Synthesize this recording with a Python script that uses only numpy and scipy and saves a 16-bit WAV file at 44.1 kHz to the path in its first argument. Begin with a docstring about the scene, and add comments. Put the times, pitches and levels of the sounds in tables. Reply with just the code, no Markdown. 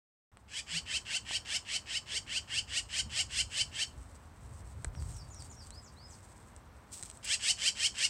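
"""A magpie in a leafy tree rattles two runs of harsh syllables, five a second. Its membranes slap
unevenly while slack, then tighten and lock into a tone: each rasp becomes a rising squawk.
In the pause a small bird whistles chirps further off, leaves rustle and twigs snap and ring.
Branches and trees scatter the calls and snaps. Gusts and soft bumps sound at the hand-held
microphone, over a distant outdoor wash."""
import sys
import numpy as np
from scipy import signal
from scipy.fft import rfft, irfft, next_fast_len
from scipy.io import wavfile
from scipy.ndimage import uniform_filter1d

SR = 44100
rng = np.random.default_rng(int(sys.argv[2]) if len(sys.argv) > 2 else 0)


def bounce(signal):
    """Save signal as a 16-bit WAV file at the path given by the first command-line argument."""
    frames = np.transpose(np.atleast_2d(signal))
    limited = np.clip(frames, -1, 1)
    pcm = np.round(limited * 32767).astype(np.int16)
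    wavfile.write(sys.argv[1], SR, pcm)


N = 356769
TIME_S = np.arange(N) / SR
BAND_LIMIT_HZ = 15900

# distant wash spectrum: freq_hz, gain_db
WASH_SPECTRUM = [(15, -39), (25, -36), (55, -6.5), (166, -14.5), (212, -11.5), (335, -18), (405, -20),
                 (677, -19), (988, -17.5), (2160, -28), (2610, -32), (5140, -40.5), (8360, -38),
                 (10700, -43.5), (16000, -47)]
# wind buffet spectrum: freq_hz, gain_db
GUST_SPECTRUM = [(22, -31.5), (45, 1), (75, 4), (115, -1.5), (170, -14), (300, -27.5), (700, -30.5),
                 (2000, -60.5)]
# gusts on the microphone: peak_s, level_db, rise_s, fall_s
GUSTS = [(2.6, -52.5, 0.17, .25), (3.06, -47.5, 0.067, 0.28), (3.4, -52.5, 0.094, 0.14),
         (3.64, -48.5, 0.097, 0.082), (3.94, -48.5, 0.024, 0.19), (4.45, -47.5, .03, 0.82),
         (5.02, -41.5, 0.25, 0.31)]
# soft bumps near the microphone, and the dull body of the twig knock at 4.85 s: centre_s, length_s, centre_hz,
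# width_hz, level_db
BUMPS = [(.76, 0.12, 161, 7.4, -51), (1.311, 0.004, 350, 650, -41), (2.152, 0.11, 432, 79, -64),
         (3.071, 0.045, 169, 160, -53.5), (4.849, 0.00522, 890, 1700, -41.5), (4.881, 0.088, 57, 26, -45),
         (5.013, 0.081, 79.5, 13, -40.5)]
# rustle spectrum, with a bright microphone resonance near 8.3 kHz: freq_hz, gain_db
RUSTLE_SPECTRUM = [(1000, -39), (2500, -17), (5000, -10.5), (7000, -7.5), (8300, 1.5), (9300, -11),
                   (11000, -21.5), (16000, -27)]
# branches stirring their leaves: peak_s, level_db, rise_s, fall_s
RUSTLES = [(3.9, -65, .4, .5), (4.65, -66, .3, .2), (5.04, -58.5, 0.077, 0.37), (5.41, -56, 0.018, 0.067),
           (5.71, -58.5, 0.085, .06), (6.13, -61.5, 0.066, 0.092), (6.42, -63.5, 0.36, .13),
           (6.945, -42, 0.026, 0.028), (7.04, -54.5, 0.074, 0.13), (7.247, -40, 0.0028, 0.0096)]
# twig resonances: freq_hz, gain_db, t60_s
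TWIG_MODES = [(1380, -7, 0.0026), (1900, 5.5, 0.00071), (4070, -9, 0.016), (6340, -6, 0.0014),
              (7920, 14.5, 0.0036)]
# twigs and dry leaves snapping: start_s, peak_db, knock_db
SNAPS = [(0.3715, -31, 22), (4.846, -22, 7), (4.951, -35, 33), (5.024, -35, 13), (5.346, -38, -20),
         (5.423, -33.5, -20), (5.515, -41.5, -14), (5.706, -32.5, -11), (6.564, -38.5, -12),
         (6.994, -38, -20), (7.012, -36, -20), (7.027, -25.5, -27), (7.034, -28.5, -22), (7.061, -39, -20),
         (7.1, -31, -21), (7.113, -35, -16), (7.173, -39, -16)]
# tail scattered by the trees: freq_hz, gain_db, t60_s
GROVE_TAIL = [(498.8, -4, 0.32), (2040, 5, 0.06), (2800, -12, 0.43), (3854, -9.5, 0.37), (4700, 7.5, 0.18),
              (7900, 8, 0.19), (12100, 4, 0.16)]
# small bird's contours, by note: pitch_hz at even steps from start to end
NOTE_CONTOURS = {"slur": (4720, 5750, 5330, 4660, 4600), "hook": (6170, 7070, 6360, 4400),
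                 "rise": (3500, 4510, 5080, 4730), "fall": (8150, 7350, 5600, 3950)}
# small bird's song: start_s, length_s, level_db, note
CHIRPS = [(4.947, .062, -60.5, "slur"), (5.11, 0.055, -61, "hook"), (5.144, .095, -57.5, "slur"),
          (5.298, 0.049, -58.5, "hook"), (5.345, 0.083, -55.5, "slur"), (5.49, .047, -57.5, "hook"),
          (5.556, 0.086, -56, "slur"), (5.706, .1, -57.5, "rise"), (5.811, 0.087, -59.5, "fall"),
          (5.954, 0.13, -59.5, "rise"), (6.077, .075, -59, "fall")]
# tone colour of the magpie's call, with a faint high sizzle: freq_hz, gain_db
CALL_COLOUR = [(300, -33.5), (600, -15), (1200, -15.5), (1800, -4), (2400, -7.5), (3050, -0.5),
               (3700, -10.5), (4600, -4), (5150, -2), (6100, -6.5), (8200, -3.5), (9200, -14.5),
               (11200, -21), (12600, -50), (14000, -35), (15500, -55)]
# peaks and dips that rise as the beak opens with pitch: base_hz, pitch_multiple, width_hz, gain_db
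BEAK_BANDS = [(0, 1.7, 980, -6), (0, 4.95, 110, -21), (0, 6.05, 1420, 7.5), (0, 9.4, 350, 1),
              (6740, 2.4, 390, 5.5)]
# clear partials in a syllable: harmonic, gain_db
SQUEAL_PARTIALS = [(1, -8), (3, -3), (4, 4.2), (6, 1.8)]
# magpie's syllables, timed at the pitch top: top_s, top_hz, relative_db, rasp_db, bright_db
SYLLABLES = [(0.592, 619.5, -34, 2, 2), (0.778, 758, -32.5, 7.5, 0), (0.968, 777, -31.5, 5.5, 0),
             (1.165, 790.5, -31.5, 6, -1), (1.364, 790.4, -32, 5.5, .5), (1.563, 776, -31.5, 4.5, 0),
             (1.762, 766, -32, 2.5, -.5), (1.971, 777, -32.5, 6.5, -0.5), (2.173, 785.5, -33, 4, 0),
             (2.377, 775, -32, 6, 0), (2.589, 767, -30.5, 5, 1), (2.787, 761, -30.5, 2.5, 1.5),
             (3, 776, -30.5, 5.5, 1.5), (3.208, 784, -29.5, 3, 2), (3.408, 777, -29, 5.5, 3.5),
             (3.613, 773, -29, 5, 4), (3.828, 778.6, -31, 2.5, 1.5), (7.341, 690, -28.5, 3, 6),
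             (7.507, 767, -26, 5.5, 6.5), (7.682, 785, -26.5, 2.5, 5.5), (7.863, 796, -27, 5, 6),
             (8.054, 762.5, -27, 3.5, 4.5)]


def amp(db):
    """Decibels to gain."""
    return 10 ** (np.asarray(db) / 20)


def unit(x):
    """Scale to rms 1."""
    return x / np.sqrt(np.mean(x ** 2) + 1e-20)


def lookup(spectrum, hz, column=1):
    """Interpolate a table column over log frequency."""
    table = np.transpose(spectrum)
    return np.interp(np.log(hz + 1), np.log(table[0] + 1), table[column])


def colour(x, spectrum, size=4096):
    """Minimum-phase filter from freq_hz, gain_db points."""
    log_gain = np.log(amp(lookup(spectrum, abs(np.fft.fftfreq(size, 1 / SR)))))
    taps = np.fft.ifft(np.exp(np.conj(signal.hilbert(log_gain)))).real
    return signal.oaconvolve(x, taps[:size // 2])[:len(x)]


def resonate(x, centre_hz, width_hz):
    """Moving unity-gain resonance: shift to 0 Hz, smooth, shift back."""
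    carrier = np.exp(2j * np.pi * np.cumsum(centre_hz) / SR)
    pole = np.exp(-np.pi * width_hz / SR)
    return 2 * (carrier * signal.lfilter([1 - pole], [1, -pole], x / carrier)).real


def wander(n, rate_hz):
    """Smooth noise, rms about 1, rolling off at rate_hz."""
    size = next_fast_len(n + 4096)
    rolloff = np.exp(-(np.fft.rfftfreq(size, 1 / SR) / rate_hz) ** 2)
    return unit(irfft(rfft(rng.standard_normal(size)) * rolloff, size))[:n]


def swells(rows, rest_db):
    """Gain curve: resting level plus surges, summed in power."""
    power = amp(rest_db) ** 2
    for peak_s, level_db, rise_s, fall_s in rows:
        t = TIME_S - peak_s
        surge = np.exp(-np.where(t < 0, (t / rise_s) ** 2, t / fall_s))
        power = power + (amp(level_db) * surge) ** 2
    return np.sqrt(power)


def play(source, rows):
    """Mix one event per row; source returns start_s, sound."""
    mix = np.zeros(N)
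    for row in rows:
        start_s, sound = source(*row)
        part = mix[max(round(start_s * SR), 0):][:len(sound)]
        part += sound[:len(part)]
    return mix


def distant_wash(level_db=-59.5):
    """Near-steady outdoor noise from far off."""
    wash = colour(rng.standard_normal(N), WASH_SPECTRUM)
    wash = signal.sosfilt(signal.butter(2, 110, "high", fs=SR, output="sos"), wash)
    wash = colour(wash, [(3000, -0.5), (6000, 1), (8300, -14.0), (11000, -2.5)])
    return amp(level_db) * unit(wash) * amp(0.22 * wander(N, 6))


def wind():
    """Gusts buffet the microphone with a low rumble."""
    rumble = colour(rng.standard_normal(N), GUST_SPECTRUM, size=16384)
    rumble = unit(rumble * amp(0.81 * wander(N, 12)))
    rumble = signal.sosfilt(signal.butter(6, 36, "high", fs=SR, output="sos"), rumble)
    return rumble * swells(GUSTS, rest_db=-57)


def bump(centre_s, length_s, centre_hz, width_hz, level_db):
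    """Short, dull swell of band noise."""
    n = int(length_s * SR)
    baseband = wander(n, width_hz) + 1j * wander(n, width_hz)
    band = (baseband * np.exp(2j * np.pi * centre_hz * np.arange(n) / SR)).real
    return centre_s - length_s / 2, amp(level_db) * unit(band * np.hanning(n))


def leaves(ticks_per_s=900, spread_db=4):
    """Stirred leaves: clumps of tiny ticks, a few sharp, over a soft swish."""
    sizes = rng.choice([-1., 1.], N) * amp(spread_db * np.minimum(rng.exponential(1, N), 4))
    ticks = (rng.random(N) < ticks_per_s / SR) * sizes
    stir = (unit(ticks) + rng.standard_normal(N)) * amp(3.1 * wander(N, 23))
    return swells(RUSTLES, rest_db=-75) * unit(colour(stir, RUSTLE_SPECTRUM))


def grove(x, near_db, near_decay_s, far_db, echoes_per_s=2500):
    """Near branches scatter within milliseconds; trees behind add a short tail."""
    t = np.arange(SR // 2) / SR
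    near, far = rng.choice([-1., 1.], (2, len(t))) * (rng.random((2, len(t))) < echoes_per_s / SR)
    near = near * np.exp(-t / near_decay_s) * (t > .001)
    hz, frame_s, bands = signal.stft(far, SR, nperseg=256)
    t60_s = lookup(GROVE_TAIL, hz, column=2)[:, None]
    bands = bands * amp(lookup(GROVE_TAIL, hz)[:, None] - 60 * frame_s / t60_s)
    far = signal.istft(bands, SR, nperseg=256)[1][:len(t)] * (t > .006)
    taps = amp(near_db) * near / np.linalg.norm(near) + amp(far_db) * far / np.linalg.norm(far)
    return x + signal.oaconvolve(x, taps)[:N]


def twig_snap(start_s, peak_db, knock_db):
    """A crack rings a twig's modes; thick twigs knock lower."""
    t = np.arange(SR // 40) / SR
    ring = 0
    for hz, gain_db, t60_s in TWIG_MODES:
        decay = amp(gain_db + knock_db * (hz < 3000) - 60 * t / t60_s)
        ring += decay * np.sin(2 * np.pi * hz * rng.uniform(1.0, 1.04) * t)
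    crack = 0.95 * rng.standard_normal(len(t)) * np.exp(-t / 0.0013)
    snap = colour(ring + crack, [(8500, 17), (10000, 16), (13000, -21.5)])
    return start_s, amp(peak_db) * snap / abs(snap).max()


def small_bird_chirp(start_s, length_s, level_db, note):
    """Thin, wavering whistle along a smooth pitch contour."""
    n, knots_hz = int(length_s * SR), NOTE_CONTOURS[note]
    contour = np.polyfit(np.linspace(0, 1, len(knots_hz)), knots_hz, len(knots_hz) - 1)
    pitch_hz = np.polyval(contour, np.linspace(0, 1, n)) * (1 + 0.0095 * wander(n, 250))
    envelope = signal.windows.tukey(n, .45) * amp(1.6 * wander(n, 90))
    return start_s, amp(level_db) * envelope * np.sin(2 * np.pi * np.cumsum(pitch_hz) / SR)


def leaf_scatter(x, decay_s=0.003):
    """Leaves around the beak smear the slaps, by new paths each syllable."""
    t = np.arange(SR // 40) / SR
    paths = rfft(rng.standard_normal(len(t)) * np.exp(-t / decay_s), 4096)
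    whitened = paths / np.sqrt(uniform_filter1d(abs(paths) ** 2, size=50))
    return unit(signal.oaconvolve(x, irfft(whitened)[:len(t)])[:len(x)])


def membranes(pitch_hz, roughness, jitter=0.0866, shimmer_db=4.5, flap_hz=140, flap_db=2):
    """Uneven slaps and air puffs, bunched into a rattle by slow flapping; returns drive, cycles."""
    n = len(pitch_hz)
    slap_hz = pitch_hz * np.exp(jitter * roughness * wander(n, 531) + 0.00893 * wander(n, 54))
    cycles = np.cumsum(slap_hz) / SR + rng.random()
    slaps = np.sinc((cycles % 1 - .5) / slap_hz * 2 * BAND_LIMIT_HZ) / np.sqrt(slap_hz)
    slaps = leaf_scatter(unit(slaps) * amp(shimmer_db * roughness * wander(n, 1100)))
    puffs = unit(rng.standard_normal(n) * (0.32 + np.exp(-((cycles + .5) % 1) / 0.46)))
    flap = np.sin(2 * np.pi * np.cumsum(flap_hz * (1 + 0.078 * wander(n, 68))) / SR)
    drive = np.sqrt(1 - roughness) * slaps + np.sqrt(roughness) * puffs
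    return drive * amp(flap_db * roughness * flap), cycles


def rasp(drive, pitch_hz, treble_db):
    """Beak bands and the call's tone colour shape the drive; harder closure adds treble."""
    for base_hz, pitch_multiple, width_hz, gain_db in BEAK_BANDS:
        drive = drive + (amp(gain_db) - 1) * resonate(drive, base_hz + pitch_multiple * pitch_hz, width_hz)
    low = signal.sosfiltfilt(signal.butter(2, 3800, fs=SR, output="sos"), drive)
    return unit(colour(low + (drive - low) * amp(treble_db), CALL_COLOUR))


def squeal(cycles, roughness, flare_hz=2960):
    """Clear harmonics flare as each sweeps through the throat's peak."""
    n = len(cycles)
    tone = sum(amp(gain_db + 2.05 * wander(n, 360)) * np.sin(2 * np.pi * harmonic * cycles)
               for harmonic, gain_db in SQUEAL_PARTIALS)
    tone = colour((1 - roughness) * tone, CALL_COLOUR)
    return resonate(tone, np.full(n, flare_hz), width_hz=1070)


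def magpie_syllable(top_s, top_hz, relative_db, rasp_db, bright_db):
    """Membranes tighten ever faster, lock into a squeal, let go; pitch and treble follow tension."""
    lead_s, attack_s, hold_s = .114, .002, 0.0049
    swell_db, release_db_per_s, trim_db = 22, 840, -6
    tighten_s, slacken_s, slack_hz = .075, .026, 280
    lock_tension, lock_spread = 0.482, .12
    t = np.arange(-lead_s, .04, 1 / SR)
    before_s, after_s = np.maximum(-t, 0), np.maximum(t, 0)
    tension = np.exp(-before_s / tighten_s - (after_s / slacken_s) ** 2)
    pitch_hz = slack_hz + (top_hz - slack_hz) * tension
    locked = 1 / (1 + np.exp((lock_tension - tension) / lock_spread))
    roughness = np.interp(locked, [0, 1], [.88, .27])
    treble_db = np.interp(tension, [0, 1], [-11.5, 1]) + bright_db
    drive, cycles = membranes(pitch_hz, roughness)
    voice = rasp(drive, pitch_hz, treble_db) + 1.74 * squeal(cycles, roughness)
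    attack = np.minimum((t + lead_s) / attack_s, 1)
    effort_db = -swell_db * (before_s / lead_s) ** 1.99 - release_db_per_s * np.maximum(t - hold_s, 0)
    opening_db = rasp_db * np.minimum(before_s / 0.095, 1)
    envelope = attack * amp(effort_db + opening_db)
    return top_s - lead_s, amp(relative_db + trim_db) * unit(voice * envelope)


def scene():
    """Both birds among the trees; twigs, leaves and wind close by. Mono."""
    magpie = grove(play(magpie_syllable, SYLLABLES), near_db=-10, near_decay_s=0.017, far_db=-12)
    small_bird = grove(play(small_bird_chirp, CHIRPS), near_db=-18, near_decay_s=0.024, far_db=-4)
    twigs = grove(play(twig_snap, SNAPS), near_db=-13, near_decay_s=0.0043, far_db=-28)
    return (magpie + small_bird + twigs + leaves() + play(bump, BUMPS) + distant_wash() + wind())[None]


def record(dry, open_s=.317, open_db=-7, settle_s=0.44):
    """The microphone opens after a moment and comes up to level; steep low-pass."""
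    gain = (TIME_S > open_s) * amp(np.interp(TIME_S, [open_s, open_s + settle_s], [open_db, 0]))
    lowpass = signal.firwin(511, BAND_LIMIT_HZ, window=("kaiser", 9), fs=SR)
    return signal.oaconvolve(dry * gain, lowpass[None], "same")


dry = scene()
out = record(dry)
bounce(out)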